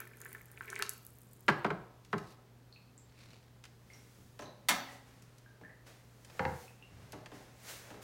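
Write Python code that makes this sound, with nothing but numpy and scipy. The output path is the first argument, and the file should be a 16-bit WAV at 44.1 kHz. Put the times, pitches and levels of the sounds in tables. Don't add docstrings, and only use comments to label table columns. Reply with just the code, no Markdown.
import sys
import numpy as np
from scipy import signal
from scipy.fft import rfft, irfft
from scipy.io import wavfile

SR = 44100
rng = np.random.default_rng(int(sys.argv[2]) if len(sys.argv) > 2 else 0)


def wrap_up_sound(samples):
    columns = np.atleast_2d(samples).T
    tamed = np.clip(columns, -1, 1)
    steps = np.round(tamed * 32767).astype(np.int16)
    wavfile.write(sys.argv[1], SR, steps)


N = 354123
TIME_S = np.arange(N) / SR
CUTOFF_HZ = 16150
BLOW_SAMPLES = SR // 100
EDGES_HZ = np.geomspace(22, 17500, 30)
CENTRES_HZ, WIDTHS_HZ = np.sqrt(EDGES_HZ[1:] * EDGES_HZ[:-1]), np.diff(EDGES_HZ)
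BANK = [signal.butter(2, pair, "band", fs=SR, output="sos") for pair in zip(EDGES_HZ, EDGES_HZ[1:])]

# frequency in Hz, rms level in dB.
HUM_PARTIALS = [(120, -62), (240, -79.5)]
# frequency in Hz, t60 in seconds.
ROOM_DECAY = [(80, 0.5), (250, 0.42), (700, 0.79), (1800, 0.52), (4800, 0.56), (9000, 0.17), (15000, 0.53)]

# frequency in Hz, relative level in dB.
RUMBLE_SPECTRUM = [(25, -36), (55, -10), (90, -15.5), (150, -13.5), (230, -16), (300, -21.5), (420, -19),
                   (550, -24.5), (1300, -29.5), (2500, -35.5), (4600, -37.5), (9000, -44), (16000, -44)]
ROOM_SPECTRUM = [(60, -4), (300, 3), (1000, 0.5), (2500, -3.5), (6000, -0.5), (16000, -7)]
RUSTLE_SPECTRUM = [(150, 0), (500, 11.5), (1100, 4.5), (1800, 6.5), (3200, -0.5), (6200, -2), (11000, -9),
                   (13500, -13), (16000, -12.5)]
SLIDE_SPECTRUM = [(600, 2.5), (1500, 3), (2500, 9), (3200, 1), (4000, 8.5), (5500, 1.5), (7000, -1.5),
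                  (16000, -14.5)]
TAP_SPECTRUM = [(200, -16), (900, -2.5), (2400, 4), (3500, -1.5), (5500, 0), (9000, -8), (16000, -21)]
STEP_SPECTRUM = [(40, -23), (90, 3.5), (250, 0), (600, -1.5), (1200, -9), (2500, -19), (6000, -32),
                 (16000, -49)]
DOOR_SPECTRUM = [(35, -36), (70, -5), (170, 4.5), (300, -8), (500, 2.5), (660, -12), (880, 9.5),
                 (1150, -17), (1600, 2), (2900, -17), (4600, -22), (16000, -64)]
SWITCH_SPECTRUM = [(100, -30), (250, -4.5), (420, -18.5), (620, -4), (1000, -6), (1400, -5), (2000, -1.5),
                   (2600, -12.5), (3500, -7.5), (6000, -15.5), (9500, -14.5), (12300, -22.5), (14500, -20),
                   (16500, -22)]
POT_SPECTRUM = [(50, -28), (90, -12.5), (150, -0.5), (205, 0), (255, -42), (330, 6), (450, -5.5),
                (700, -6.5), (1000, -2), (1600, -3), (2400, -13.5), (3800, -22.5), (6000, -33.5),
                (16000, -54.5)]
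PLUNGE_SPECTRUM = [(200, -25), (420, 15.5), (700, -17), (1100, -28), (1700, -29.5), (3000, -5), (8000, -20)]

# peak time in seconds, level in dB, rise and fall in seconds,
# tilt in dB per octave.
CLOTH_STROKES = [(3.93, -64.5, 0.1, 0.57, 1), (4.2, -69.5, 0.87, 0.56, 5), (4.93, -58, 0.29, 0.16, 1),
                 (5.08, -66, 0.1, 0.88, 0.5), (5.868, -56.5, 0.013, 0.23, 0), (6.38, -58, 0.22, .12, -1),
                 (6.63, -59, 0.71, .2, 3.5), (7.03, -63, 0.51, 0.89, -.5), (7.345, -59, 0.059, 0.49, 0.5),
                 (7.7, -47, 0.11, 0.23, 2.5), (7.88, -58, 0.28, 0.49, -1), (8.025, -55, 0.015, .1, 3)]
SLIDE_STROKES = [(2.32, -63.5, 0.31, .06, 3), (3.22, -62.5, 0.17, 0.19, -0.5),
                 (3.32, -62.5, 0.16, 0.21, -1.5)]

# start in seconds, level in dB, tilt in dB per octave.
TAP_BLOWS = [(2.048, -62, 1.5), (2.18, -51, -0.5), (3.639, -53.5, -1), (3.652, -55.5, -1), (5.222, -63, 5),
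             (5.382, -64, 5), (6.247, -57, 2), (6.298, -57, -4), (7.121, -52.5, 5.5), (7.259, -49.5, -4.5)]
STEP_BLOWS = [(3.262, -58, -9.5), (4.178, -54.5, -10), (4.391, -43.5, 2.5), (4.42, -47.5, 3),
              (5.61, -53, 0), (6.906, -50, -10.5), (6.968, -54, -8), (7.012, -63, -6.5), (7.129, -44, 1),
              (7.316, -47.5, 0), (7.903, -48, 2), (7.94, -51, 1.5)]
DOOR_BLOWS = [(6.393, -30, -0.2), (6.451, -32, -1.2)]
SWITCH_BLOWS = [(4.6856, -24.5, 1.5), (4.6893, -25.5, 1.5), (4.705, -28.5, -1.5)]
POT_BLOWS = [(1.4808, -22.5, 0.5), (1.4858, -23.5, 1), (1.497, -33, 3), (1.645, -26, -1),
             (1.662, -39.5, 0.5), (1.703, -31, -1.5), (2.1285, -30.5, -0.5), (2.136, -33.5, -4)]

# frequency in Hz, relative level in dB, t60 in seconds.
DOOR_PANEL_MODES = [(81, -5, .44), (484, -9, .5), (522, -1, .34), (727, -12, .3), (813, 0, .27),
                    (883, -3, .36), (958, -4, .32), (1292, -17, .4), (1427, -15, .33), (1588, -12, .33),
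                    (1793, -19, .35), (2035, -24, .4)]
METAL_HOOD_MODES = [(269, -17, 1.1), (748, -10, 0.43), (985, 0, 0.18), (1233, -12, 0.37), (1324, -9, 0.45),
                    (1626, -19, 0.55), (1755, -11, 0.34), (2143, -14, 0.34), (2363, -15, 0.34),
                    (3418, -16, 0.32), (4570, -20, 0.45), (5739, -20, 0.27), (5943, -27, 0.62),
                    (6842, -13, 0.17)]
POT_BOARD_MODES = [(159, 4, .22), (205, 0, .2), (314, -3, .28), (403, 2, .25), (493, -7, .2),
                   (636, -6, .22), (696, -9, .26), (866, -1, .18), (968, -4, .16), (1064, 3, .13),
                   (1114, -3, .2), (1380, 3, .12), (1562, 5, .11), (2091, -7, .15), (2265, -7, .12),
                   (4715, -23, .25)]
MUG_AIR_MODES = [(430, -22, 0.067), (1093, -19.5, 0.077), (1330, -32, 0.016), (1640, -50, 0.043),
                 (1780, -27, 0.047), (2395, -19.5, 0.028)]

# start in seconds, relative level in dB, pitch in Hz.
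FAR_DRIPS = [(2.7262, -42.5, 4270), (2.761, -45.5, 2540), (2.9785, -41, 7430), (3.9017, -44, 2110),
             (3.9352, -43, 5600), (4.41, -41, 6100), (4.458, -42, 3950), (4.888, -39, 1910),
             (5.461, -48, 1580), (5.636, -43.5, 1670), (5.649, -41, 1770), (5.696, -45, 1910),
             (6.6803, -45, 2550), (6.8251, -42, 2740)]
LOUD_DROPLETS = [(0.0034, -33, 13100), (0.2156, -38.5, 8400), (0.2493, -41, 14700), (0.3294, -36.5, 14800),
                 (0.7016, -35, 7000), (0.756, -37.5, 5500), (0.7912, -36.5, 10200), (0.8235, -21, 4160),
                 (0.8637, -41, 4330), (0.8935, -23.5, 10100), (0.9354, -40.5, 12300), (1.0503, -44, 13600),
                 (1.066, -39, 12400)]
LARGE_PLOPS = [(0.0034, -31.5, 1470), (0.2565, -31, 1680), (0.2618, -34.5, 1780), (0.3494, -29.5, 1730),
               (0.5753, -33.5, 2350), (0.6087, -25, 1500), (0.6806, -31, 2230), (0.7293, -25, 1520),
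               (0.762, -22.5, 2180), (0.7973, -24, 1580), (0.8235, -19.5, 1360)]

# time in seconds, level in dB.
FROTH_CURVE = [(0, -83), (.3, -61), (.45, -73.5), (.62, -64.5), (.75, -61), (.95, -75), (1.1, -69),
               (1.65, -75), (2, -100)]
STREAM_CURVE = [(0, -50.5), (.1, -65.5), (.25, -59.5), (.38, -60.5), (.45, -71), (.58, -62), (.82, -46.5),
                (.9, -59), (1, -94)]


def from_db(db):
    return 10 ** (np.asarray(db) / 20)


def unit(x):
    return x / np.sqrt(np.sum(x ** 2) + 1e-30)


def per_band(points):
    hz, value = np.transpose(points)
    return np.interp(np.log(CENTRES_HZ), np.log(hz), value)


def curve_gain(curve):
    s, db = np.transpose(curve)
    return from_db(np.interp(TIME_S, np.r_[s[0] - .25, s, s[-1] + .25], np.r_[-120, db, -120]))


def decay(t, t60_s):
    return np.exp(-np.log(1000) * t / max(t60_s, 1e-4))


def add(track, start_s, sound):
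    at = int(np.clip(round(start_s * SR), 0, N - 1))
    track[at:at + len(sound)] += sound[:N - at]


def band_noise(band_db, envelopes):
    noises = (envelope * rng.standard_normal(len(envelope)) + 1e-18 for envelope in envelopes)
    bands = (unit(signal.sosfilt(sos, noise)) for sos, noise in zip(BANK, noises))
    gains = from_db(band_db) * np.sqrt(WIDTHS_HZ)
    return unit(sum(gain * band for gain, band in zip(gains, bands)))


def steady_noise(spectrum):
    return np.sqrt(N) * band_noise(per_band(spectrum), [np.ones(N)] * len(BANK))


def ring(x, hz, t60_s):
    radius, angle = decay(1 / SR, t60_s), 2 * np.pi * hz / SR
    return signal.lfilter([0, np.sin(angle)], [1, -2 * radius * np.cos(angle), radius ** 2], x + 1e-18)


def bubble(hz, cycles, rise):
    t, life_s = TIME_S[:SR // 10], cycles / hz
    phase = 2 * np.pi * np.cumsum(hz * (1 + rise * np.minimum(t / life_s, 1))) / SR
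    return np.sin(phase) * decay(t, life_s) * (1 - np.exp(-2 * hz * t))


def grains(per_s, low_hz, high_hz, cycles, spread_db, pitches=12):
    sizes = from_db(spread_db * np.minimum(rng.exponential(1, N), 3)) * rng.choice([-1, 1], N)
    clicks = sizes * (rng.random(N) < per_s / SR)
    pitch_index = rng.integers(0, pitches, N)
    pitches_hz = np.geomspace(low_hz, high_hz, pitches)
    pings = sum(ring(clicks * (pitch_index == k), hz, cycles / hz) for k, hz in enumerate(pitches_hz))
    return np.sqrt(N) * unit(pings)


def scattered(end_s, per_s, db, hz, spread_db, spread_octaves):
    jitter, size, pitch = rng.uniform(-1, 1, (100, 3)).T
    start_s = (np.arange(len(jitter)) + .5 + jitter / 2) / per_s
    rows = np.column_stack([start_s, db + spread_db * size, hz * 2 ** (spread_octaves * pitch)])
    return list(rows[start_s < end_s])


def friction(strokes, spectrum, range_db=20):
    out, t = np.zeros(N), TIME_S[:2 * SR] - 1
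    hz = np.linspace(0, SR / 2, SR + 1)
    for peak_s, db, rise_s, fall_s, tilt in strokes:
        gains = from_db(np.interp(hz, CENTRES_HZ, per_band(spectrum) + tilt * np.log2(CENTRES_HZ)))
        noise = np.sqrt(len(t)) * unit(irfft(gains * rfft(rng.standard_normal(len(t)))))
        envelope = from_db(db - range_db * np.maximum(-t / rise_s, t / fall_s))
        add(out, peak_s - 1, envelope * noise)
    return out


def cracks(blows, spectrum, t60_1khz_s, bass_hold, lag_cycles):
    out, envelopes = np.zeros(N), []
    for hz in CENTRES_HZ:
        age_s = TIME_S[:SR // 4] - min(lag_cycles / hz, .02)
        envelopes.append((age_s >= 0) * decay(np.abs(age_s), t60_1khz_s * (1000 / hz) ** bass_hold))
    for start_s, db, tilt in blows:
        band_db = per_band(spectrum) + tilt * np.log2(CENTRES_HZ / 1000)
        add(out, start_s, from_db(db) * np.sqrt(BLOW_SAMPLES) * band_noise(band_db, envelopes))
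    return out


def body_ring(blows, modes, gain_db):
    out, t = np.zeros(N), TIME_S[:2 * SR]
    first_s = blows[0][0]
    for hz, mode_db, t60_s in modes:
        energy = 0
        for start_s, db, tilt in blows:
            age_s = np.maximum(t + first_s - start_s, 0)
            strength = from_db(db + mode_db + tilt * np.log2(hz / 1000))
            energy += (strength * (1 - np.exp(-hz * age_s / 2)) * decay(age_s, t60_s)) ** 2
        add(out, first_s, np.sqrt(energy) * np.sin(2 * np.pi * (hz * t + rng.random())))
    return from_db(gain_db) * out


def background(rumble_db=-63.5):
    hum = sum(from_db(db) * np.sqrt(2) * np.sin(2 * np.pi * hz * TIME_S) for hz, db in HUM_PARTIALS)
    return hum + from_db(rumble_db) * steady_noise(RUMBLE_SPECTRUM)


def kitchen(x, build_s=0.0018):
    t = TIME_S[:SR]
    onset = 1 - np.exp(-(t / build_s) ** 2)
    envelopes = [onset * decay(t, t60_s) for t60_s in per_band(ROOM_DECAY)]
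    return signal.fftconvolve(x, band_noise(per_band(ROOM_SPECTRUM), envelopes))[:N]


def drips(gain_db=-3):
    out = np.zeros(N)
    for start_s, db, hz in FAR_DRIPS:
        add(out, start_s, from_db(db + gain_db) * bubble(hz, cycles=55, rise=.07))
    return out


def clothes(gain_db=1):
    return from_db(gain_db) * friction(CLOTH_STROKES, RUSTLE_SPECTRUM)


def slides(grit=0.35):
    catches = np.abs(signal.hilbert(grains(per_s=90, low_hz=2360, high_hz=5600, cycles=84, spread_db=2)))
    return friction(SLIDE_STROKES, SLIDE_SPECTRUM) * np.sqrt(1 + grit * (catches ** 2 - 1))


def taps():
    return cracks(TAP_BLOWS, TAP_SPECTRUM, t60_1khz_s=0.04, bass_hold=0.063, lag_cycles=0.45)


def steps():
    return cracks(STEP_BLOWS, STEP_SPECTRUM, t60_1khz_s=0.063, bass_hold=0.073, lag_cycles=0.86)


def door_knock():
    return cracks(DOOR_BLOWS, DOOR_SPECTRUM, t60_1khz_s=0.028, bass_hold=0.25, lag_cycles=1.0)


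def switch_snap():
    return cracks(SWITCH_BLOWS, SWITCH_SPECTRUM, t60_1khz_s=0.11, bass_hold=0.28, lag_cycles=0.55)


def pot_landing():
    return cracks(POT_BLOWS, POT_SPECTRUM, t60_1khz_s=0.043, bass_hold=0.051, lag_cycles=0.96)


def spatter(tick_db=-13, spray_db=-21, skirt_db_per_octave=12, pop_fade_db_per_s=0.5):
    fizz = grains(per_s=700, low_hz=6500, high_hz=16000, cycles=24, spread_db=5.5, pitches=24)
    highpass = signal.butter(3, 7000, "high", fs=SR, output="sos")
    out = curve_gain(FROTH_CURVE) * signal.sosfilt(highpass, fizz)
    t = TIME_S[:SR // 10]
    envelopes = [decay(t, .003) + from_db(spray_db) * decay(t, .03)] * len(BANK)
    pops = scattered(end_s=1.5, per_s=16, db=-50, hz=13500, spread_db=5.5, spread_octaves=0.27)
    pops = [(start_s, db - pop_fade_db_per_s * start_s, hz) for start_s, db, hz in pops]
    for start_s, db, hz in LOUD_DROPLETS + pops:
        tick = band_noise(-skirt_db_per_octave * np.abs(np.log2(CENTRES_HZ / hz)), envelopes)
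        add(out, start_s, from_db(db + tick_db) * np.sqrt(BLOW_SAMPLES) * tick)
    return out


def pour(bubbles_db=-2, plunge_db=-10, echo_s=0.00451, echo_db=-7, cavity_db=-21):
    bubbles = from_db(bubbles_db) * grains(per_s=340, low_hz=1360, high_hz=2480, cycles=26, spread_db=3)
    churn = from_db(plunge_db) * steady_noise(PLUNGE_SPECTRUM)
    coffee = curve_gain(STREAM_CURVE) * (bubbles + churn)
    small_plops = scattered(end_s=.56, per_s=9.9, db=-41, hz=1950, spread_db=5, spread_octaves=0.24)
    for start_s, db, hz in LARGE_PLOPS + small_plops:
        add(coffee, start_s, from_db(db) * bubble(hz, cycles=13, rise=0.066))
    echo = from_db(echo_db) * np.interp(TIME_S - echo_s, TIME_S, coffee, left=0)
    cavity = sum(from_db(db + cavity_db) * ring(coffee, hz, t60_s) for hz, db, t60_s in MUG_AIR_MODES)
    return coffee + echo + cavity


def scene():
    sends = [(pour(), -13.5), (spatter(), -10.5), (pot_landing(), -12), (switch_snap(), -7.5),
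             (door_knock(), -7.5), (steps(), -3), (taps(), -10), (drips(), 0)]
    direct = sum(sound for sound, _ in sends)
    to_room = sum(from_db(send_db) * sound for sound, send_db in sends)
    ringing = (body_ring(POT_BLOWS, POT_BOARD_MODES, gain_db=-12.5)
               + body_ring(SWITCH_BLOWS, METAL_HOOD_MODES, gain_db=-9.5)
               + body_ring(DOOR_BLOWS, DOOR_PANEL_MODES, gain_db=-4))
    return (direct + ringing + kitchen(to_room) + slides() + clothes() + background())[None]


def record(dry):
    return signal.sosfilt(signal.ellip(10, .2, 80, CUTOFF_HZ, fs=SR, output="sos"), dry)


dry = scene()
out = record(dry)
wrap_up_sound(out)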